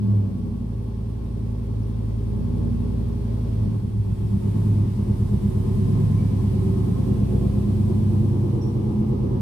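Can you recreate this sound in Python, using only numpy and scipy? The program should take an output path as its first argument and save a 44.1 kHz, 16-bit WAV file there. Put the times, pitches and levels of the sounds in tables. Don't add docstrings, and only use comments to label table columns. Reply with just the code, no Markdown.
import sys
import numpy as np
from scipy import signal
from scipy.fft import rfft, irfft, next_fast_len
from scipy.io import wavfile
from scipy.ndimage import uniform_filter1d, map_coordinates

SR = 44100
rng = np.random.default_rng(int(sys.argv[2]) if len(sys.argv) > 2 else 0)


def master(y):
    cut = np.clip(np.atleast_2d(y).T, -1, 1)
    pcm = np.round(cut * 32767)
    wavfile.write(sys.argv[1], SR, pcm.astype(np.int16))


N = 414981
SETTLE_S, GEAR_S, ROLL_S = (0.24, 0.32), (3.6, 3.85), (4.0, 9.41)


def amp(db):
    return 10 ** (np.asarray(db) / 20)


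def unit(x):
    return x / np.sqrt(np.mean(x ** 2) + 1e-20)


def along(points, hz):
    f, value = np.transpose(points)
    return np.interp(np.log(hz + 1), np.log(f + 1), value)


def curves(rows, t):
    times, *columns = np.transpose(rows)
    return [np.interp(t, times, column) for column in columns]


def progress(span_s, t):
    return np.interp(t, span_s, [0, 1])


def wobble(rate, t):
    return map_coordinates(rng.standard_normal(int(t[-1] * rate) + 4), [t * rate])


def peak(hz, centre_hz, width_hz):
    return 1 / (1 + (2 * (hz - centre_hz) / width_hz) ** 2)


def filtered(x, gain):
    size = next_fast_len(N + SR // 4)
    return irfft(rfft(x, size) * gain(np.fft.rfftfreq(size, 1 / SR)), size)[..., :N]


def coloured(x, spectrum):
    low_hz, high_hz = spectrum[0][0], spectrum[-1][0]
    skirt = lambda hz: np.minimum(1, hz / low_hz) ** 10 / np.maximum(1, hz / high_hz) ** 10
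    return unit(filtered(x, lambda hz: amp(along(spectrum, hz)) * skirt(hz)))


def stereo_noise():
    return rng.standard_normal((2, N))


def narrowed(pair, width):
    return pair.mean(0) + width * (pair - pair.mean(0))


def steadied(pair, window=SR // 3):
    power = uniform_filter1d(np.mean(pair ** 2, 0), window)
    return pair / np.sqrt(np.abs(power) + 1e-20)


# t/s, four-stroke cycle rate/Hz
CYCLE_RATE = [(0.0, 13.659), (0.436, 11.664), (0.755, 10.826), (1.206, 10.944), (2.08, 10.71),
              (2.599, 11.426), (3.62, 10.671), (3.919, 8.122), (4.147, 7.776), (4.588, 9.514),
              (5.327, 8.469), (5.966, 9.413), (6.398, 8.933), (6.883, 9.129), (7.177, 8.463),
              (8.182, 9.108), (9.41, 8.782)]

def crank(t):
    rate_hz, = curves(CYCLE_RATE, t)
    return rate_hz, np.cumsum(rate_hz) * (t[1] - t[0])


# t/s, level/dB
ENGINE_EFFORT = [(0.0, 0.7), (0.24, 0.5), (0.33, -2), (0.42, -1.5), (0.7, -2.5), (1.4, -1.5), (2.1, -0.6),
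                 (2.6, 3.5), (3.3, 1.5), (3.56, 1.5), (3.66, 3), (3.88, -2), (4.42, 1), (4.58, 3),
                 (4.84, 3.5), (4.9, -1), (5.0, 1.5), (5.4, 1.5), (6.0, 2), (6.35, 0.5), (7.1, 0),
                 (8.1, -1.5), (8.7, -1.5), (9.41, -2.5)]

def effort_db(t):
    return curves(ENGINE_EFFORT, t)[0]


def lope(t, depth_db, heaviest):
    return amp(depth_db * np.cos(2 * np.pi * (crank(t)[1] - heaviest)))


CYLINDER_BANK = [0, 1, 0, 1, 1, 0, 1, 0]
# neutral/dB, in gear/dB
THUMP_DB = [(4, -20), (0, -1), (-4, -3), (-20, 0), (-19, -6), (0, -1), (0, 2), (-6, -20)]
FIRING_TIMING = [(.501, -.013), (.306, -.021)]

def firings(gear):
    first, bank_lag = FIRING_TIMING[gear]
    even = np.arange(len(CYLINDER_BANK)) / len(CYLINDER_BANK)
    return first + even + bank_lag * np.array(CYLINDER_BANK), amp(THUMP_DB)[:, gear]


# f/Hz, width/Hz
PIPE_MODES = [
    [(30, 102), (130, 20), (248, 25)],
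    [(70, 45), (108, 8), (175, 8)],
]

def order_phasors(order, hz, gear):
    fraction, thump = firings(gear)
    pattern = np.angle(np.exp(-2j * np.pi * order * fraction) @ thump)[:, None]
    lag = sum(np.angle(centre ** 2 - hz ** 2 + 1j * hz * width) for centre, width in PIPE_MODES[gear])
    return np.exp(1j * (pattern - lag))


# t/s, half length/s, f/Hz, width/Hz, gain/dB
ROOM_BOOMS = [(0.19, 0.097, 105, 14, 4.5), (0.1, 0.14, 203, 20, 4), (0.47, 0.18, 213, 59, 9),
              (1.32, 0.66, 217, 57, 2.5), (1.7, 1.5, 54, 13, 1.5), (1.93, 0.35, 105, 9.4, 1.5),
              (2.6, 0.23, 204, 56, 2.5), (3.64, 0.055, 106, 24, 4.5), (3.675, 0.035, 195, 50, 11.5),
              (4.72, 0.12, 102, 7.6, 3), (4.745, 0.064, 155, 5.3, 10.5), (5.4, 0.37, 275, 25, -8.5),
              (5.34, 0.42, 58.3, 6.1, 9), (6.07, 0.28, 155, 28.4, 10.5), (6.53, 0.35, 98.3, 10, 5.5),
              (6.5, 0.24, 72, 9.9, 2), (7.14, 0.76, 181.4, 5.7, 16.5), (7.476, 0.5, 60.3, 3.1, 13.5),
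              (7.99, 0.39, 215, 18.3, 10.5), (7.98, 0.72, 147, 5.7, 8), (8.17, 0.51, 93.8, 8.3, 22),
              (8.597, 0.57, 49, 34, -9.5), (8.918, 0.79, 213.3, 3.4, 11.5), (5.85, 0.2, 384, 34, 8),
              (6.72, 0.26, 386, 30, 8), (6.104, 0.53, 1040, 70, 6), (5.9, 1.03, 507, 73, -7),
              (6.9, 0.47, 1080, 100, 5.5), (7.2, 0.41, 284, 18, 11.5), (7.243, 0.11, 421, 21, 7),
              (7.3, 0.22, 466, 30, 8.5), (7.57, 0.32, 580, 120, 3.5), (8.4, 0.21, 380, 26, 7.5),
              (8.6, 0.08, 467, 20, 8), (8.7, 0.55, 850, 77, 3)]

def booms_db(hz, t):
    return sum(db * np.exp(-((t - at_s) / half_s) ** 2) * peak(hz, centre, width)
               for at_s, half_s, centre, width, db in ROOM_BOOMS)


# f/Hz, width/Hz, gain parked/dB, gain outside/dB
GARAGE_MODES = [(54.6, 9.6, 8, 24), (77.8, 4.5, -24, 1), (104.14, 16.9, 15, 12), (128, 10.7, -3.5, 16.5),
                (200.64, 21.3, 13, 15), (236.9, 13.5, 9, 17.5)]

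def standing_waves_db(hz, t):
    place = progress(ROLL_S, t)
    return sum((parked + (outside - parked) * place) * peak(hz, centre, width)
               for centre, width, parked, outside in GARAGE_MODES)


# multiple of cycle rate, neutral/dB, in gear/dB
ORDER_LEVELS = [(5, -38.5, -42), (6, -46, -52), (7, -45.5, -47), (8, -37, -34), (9, -50.5, -54),
                (10, -40, -56.5), (11, -42.5, -38.5), (12, -68, -43.5), (13, -50, -39), (14, -43.5, -39.5),
                (15, -42.5, -39.5), (16, -47.5, -40.5), (17, -66.5, -65), (18, -52, -39.5),
                (19, -61, -46.5), (20, -46.5, -44), (21, -49, -53.5), (22, -53, -48), (23, -52, -45.5),
                (24, -56, -44.5), (25, -72, -55.5), (26, -55, -56.5), (27, -55.5, -54), (28, -62, -49.5)]
# t/s, depth/dB, crest/cycles
RUMBLE_LOPE = [(3.7, 0, .9), (3.9, 2.5, .95), (4.2, 2.3, 1), (4.45, 2.2, .9), (4.55, 0, .9), (4.95, 0, .78),
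               (5.2, 2, .78), (5.55, 1.8, .8), (5.75, 0, .8), (7, 0, .72), (7.2, .6, .72), (8.1, 0, .5),
               (8.6, 1.2, .42), (9.41, 0, .6)]

def rumble(gain_db=-0.3, between_db=-2, waver=0.13, skew_rad_per_hz=0.0016, decimation=21):
    t = np.arange(N // decimation + 1) * decimation / SR
    rate_hz, cycles = crank(t)
    in_gear, place = progress(GEAR_S, t), progress(ROLL_S, t)
    order, neutral_db, gear_db = np.transpose(ORDER_LEVELS)[:, :, None]
    order = np.round(order)
    hz = order * rate_hz
    pipe_db = neutral_db + (gear_db - neutral_db) * in_gear
    fast_idle_db = (1 - progress(SETTLE_S, t)) * np.where(order % len(CYLINDER_BANK), between_db, 0)
    room_db = standing_waves_db(hz, t) + booms_db(hz, t)
    strength = amp(gain_db + pipe_db + effort_db(t) + fast_idle_db + room_db)
    phasors = (1 - in_gear) * order_phasors(order, hz, 0) + in_gear * order_phasors(order, hz, 1)
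    wall_echo_rad = place * hz / 200 * np.array([wobble(3, place) for _ in order])
    phase = 2 * np.pi * order * cycles + np.angle(phasors) + wall_echo_rad
    tones = strength * np.exp(1j * phase) * lope(t, *curves(RUMBLE_LOPE, t))
    burn = np.array([wobble(9, t) + 1j * wobble(9, t) for _ in order])
    tones *= 1 + waver * (hz / 100) ** 1.12 * burn
    skew = np.exp(1j * skew_rad_per_hz * hz * np.array([wobble(0.716, t) for _ in order]))
    pair = np.sqrt(2) * np.real([np.sum(tones * skew, 0), np.sum(tones / skew, 0)])
    return signal.resample_poly(pair, decimation, 1, axis=1)[:, :N] * amp([[-0.35], [0.35]])


def puffs(t, unevenness=0.34, scatter_db=2.3, jitter_s=0.0003):
    cycles = crank(t)[1]
    fraction, thump = firings(0)
    due = (np.arange(-2, int(cycles[-1]) + 1)[:, None] + fraction).ravel()
    chance = rng.standard_normal((len(due), 2))
    sizes = np.resize(thump ** unevenness, len(due)) * amp(scatter_db * chance[:, 0])
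    sizes *= (due > 0) & (due < cycles[-1])
    at_s = np.interp(due, cycles, t) + jitter_s * chance[:, 1]
    return np.bincount(np.clip(np.round(at_s * SR).astype(int), 0, N - 1), sizes, N)


# f/Hz, T60/s
GARAGE_T60 = [(200, 0.32), (1000, 0.79), (8000, 0.14)]

def garage(x, t60_scale):
    hz, t, bins = signal.stft(rng.standard_normal((2, SR // 2)), SR, nperseg=256)
    t60_s = t60_scale * along(GARAGE_T60, hz)[:, None]
    tail = signal.istft(bins * amp(-60 * t / t60_s), SR, nperseg=256)[1]
    return signal.oaconvolve(x[None], tail / np.linalg.norm(tail[0]), axes=1)[:, :N]


def moving_echo(x, t, t60_scale, spots):
    spot = np.interp(t, [ROLL_S[0], t[-1]], [0, spots - 1])
    return sum(garage(x * np.sqrt(np.clip(1 - abs(spot - i), 0, 1)), t60_scale) for i in range(spots))


# f/Hz, gain/dB
BARK_NEUTRAL = [(150, -8.5), (240, -3), (275, -12), (305, -5), (340, -5), (385, -7.5), (430, -7),
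                (490, -19), (544, -16.5), (584, -22.5), (640, -29), (830, -92)]
BARK_IN_GEAR = [(260, 1), (295, 0.5), (330, -2), (355, 0.5), (373, 4), (393, -6.5), (450, -10),
                (500, -16.5), (550, -18.5), (620, -30.5)]

def bark(flow, t, base_db=-39.5, roll_db=11, lope_db=(3, 1)):
    in_gear = progress(GEAR_S, t)
    muffled = (1 - in_gear) * coloured(flow, BARK_NEUTRAL) + in_gear * coloured(flow, BARK_IN_GEAR)
    surge = lope(t, np.interp(in_gear, [0, 1], lope_db), heaviest=1.05 - 0.44 * in_gear)
    return amp(base_db + effort_db(t) + roll_db * progress(ROLL_S, t)) * steadied(muffled) * surge


# f/Hz, gain/dB
RASP_SPECTRUM = [(620, 3), (715, 2), (785, 1.5), (850, 7.5), (930, 2.5), (980, 1.5), (1040, 3.5),
                 (1130, -2), (1260, -6.5), (1450, -20)]

def rasp(echo, t, base_db=-53.5, roll_db=8, turbulence=0.38):
    tip = coloured(echo, RASP_SPECTRUM) + turbulence * coloured(stereo_noise(), RASP_SPECTRUM)
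    level_db = base_db + 0.7 * effort_db(t) + roll_db * progress(ROLL_S, t)
    return amp(level_db) * steadied(tip) * amp([[0.9], [-0.9]])


# f/Hz, width/Hz, gain/dB
STEEL_MODES = [(532.4, 10.5, 6), (627.4, 7.5, -3.5), (861, 15, -27.5), (907, 19, -10.5), (1030, 13, -4),
               (1119, 16, -0.5), (1256, 15, -8), (1654, 17, -10)]

def steel_ring(flow, t, base_db=-64.5, roll_db=4):
    response = lambda hz: sum(amp(db) * peak(hz, centre, width) for centre, width, db in STEEL_MODES)
    return amp(base_db + effort_db(t) + roll_db * progress(ROLL_S, t)) * unit(filtered(flow, response))


def boomed(pair, frame=4096, low_bins=160):
    hz, t, bins = signal.stft(pair, SR, nperseg=frame)
    gain_db = np.pad(booms_db(hz[:low_bins, None], t), ((0, len(hz) - low_bins), (0, 0)))
    return signal.istft(bins * amp(gain_db), SR, nperseg=frame)[1][:, :N]


def exhaust(t, direct=0.19, turbulence=0.53):
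    train = puffs(t)
    echo = moving_echo(train, t, t60_scale=0.99, spots=7)
    flow = narrowed(unit(echo + direct * train) + turbulence * stereo_noise(), 0.63)
    return boomed(bark(flow, t) + rasp(echo, t)) + steel_ring(flow, t)


# t/s, fan/dB, gas/dB
HISS_LEVELS = [(0.05, -66, -69.5), (0.59, -68, -70), (3.61, -63, -65.5), (3.94, -66.5, -67.5),
               (4.63, -61.5, -60.5), (4.89, -62.5, -63.5), (5.72, -61.5, -60.5), (5.84, -60, -60.5),
               (7.98, -61.5, -61.5), (9.3, -64.5, -68)]
# f/Hz, relative level/dB
FAN_SPECTRUM = [(790, -27), (1350, -1), (1720, -1), (2330, -1.5), (3400, -2), (5470, -5), (6300, -8),
                (8190, -100), (13900, -120)]
GAS_SPECTRUM = [(6500, -6), (8200, -2), (9500, 0), (11500, -6), (14000, -7), (15500, -10)]

def fan_and_gas_hiss(t, fan_gain_db=5.5, gas_gain_db=2.5, flutter_db=0.6):
    fan_db, gas_db = curves(HISS_LEVELS, t)
    panels = 0.6 * moving_echo(rng.standard_normal(N), t, t60_scale=0.5, spots=6)
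    fan = amp(fan_db + fan_gain_db) * coloured(stereo_noise() + panels, FAN_SPECTRUM)
    gas_db += gas_gain_db + flutter_db * wobble(35, t)
    gas = amp(gas_db) * coloured(narrowed(stereo_noise(), 0.96), GAS_SPECTRUM)
    return fan + gas


def churn(t, base_db=-44, roll_db=6):
    spectrum_hz_db = [(20, -34), (38, -16), (55, -29), (130, -12.5), (270, -16.0)]
    noise = coloured(narrowed(stereo_noise(), 0.13), spectrum_hz_db)
    return amp(base_db + effort_db(t) + roll_db * progress(ROLL_S, t)) * noise


# onset t/s, f/Hz, relative level/dB, length/s
SQUEALS = [(5.2, 3160, -72, 1.18), (6.177, 2310, -49.5, 0.055), (7.5, 3060, -70, 1.7),
           (8.608, 5570, -45, 0.053)]

def brakes(t, rise_share=0.28, overtone_db=-20, pitch_waver=0.011, chatter_db=1.5):
    squeal = np.zeros(N)
    for onset_s, hz, db, length_s in SQUEALS:
        age = np.clip((t - onset_s) / (rise_share * length_s), 0, 30)
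        swell = (age * np.exp(1 - age)) ** 2 * amp(chatter_db * wobble(60, t))
        phase = 2 * np.pi * hz * np.cumsum(1 + pitch_waver * wobble(500, t)) / SR
        squeal += amp(db) * swell * (np.sin(phase) + amp(overtone_db) * np.sin(2 * phase))
    return 0.53 * squeal + 0.81 * garage(squeal, t60_scale=1.2)


def scene():
    t = np.arange(N) / SR
    return rumble() + exhaust(t) + fan_and_gas_hiss(t) + churn(t) + brakes(t)


def record(dry, top_hz=15550):
    return filtered(dry, lambda hz: hz < top_hz)


dry = scene()
out = record(dry)
master(out)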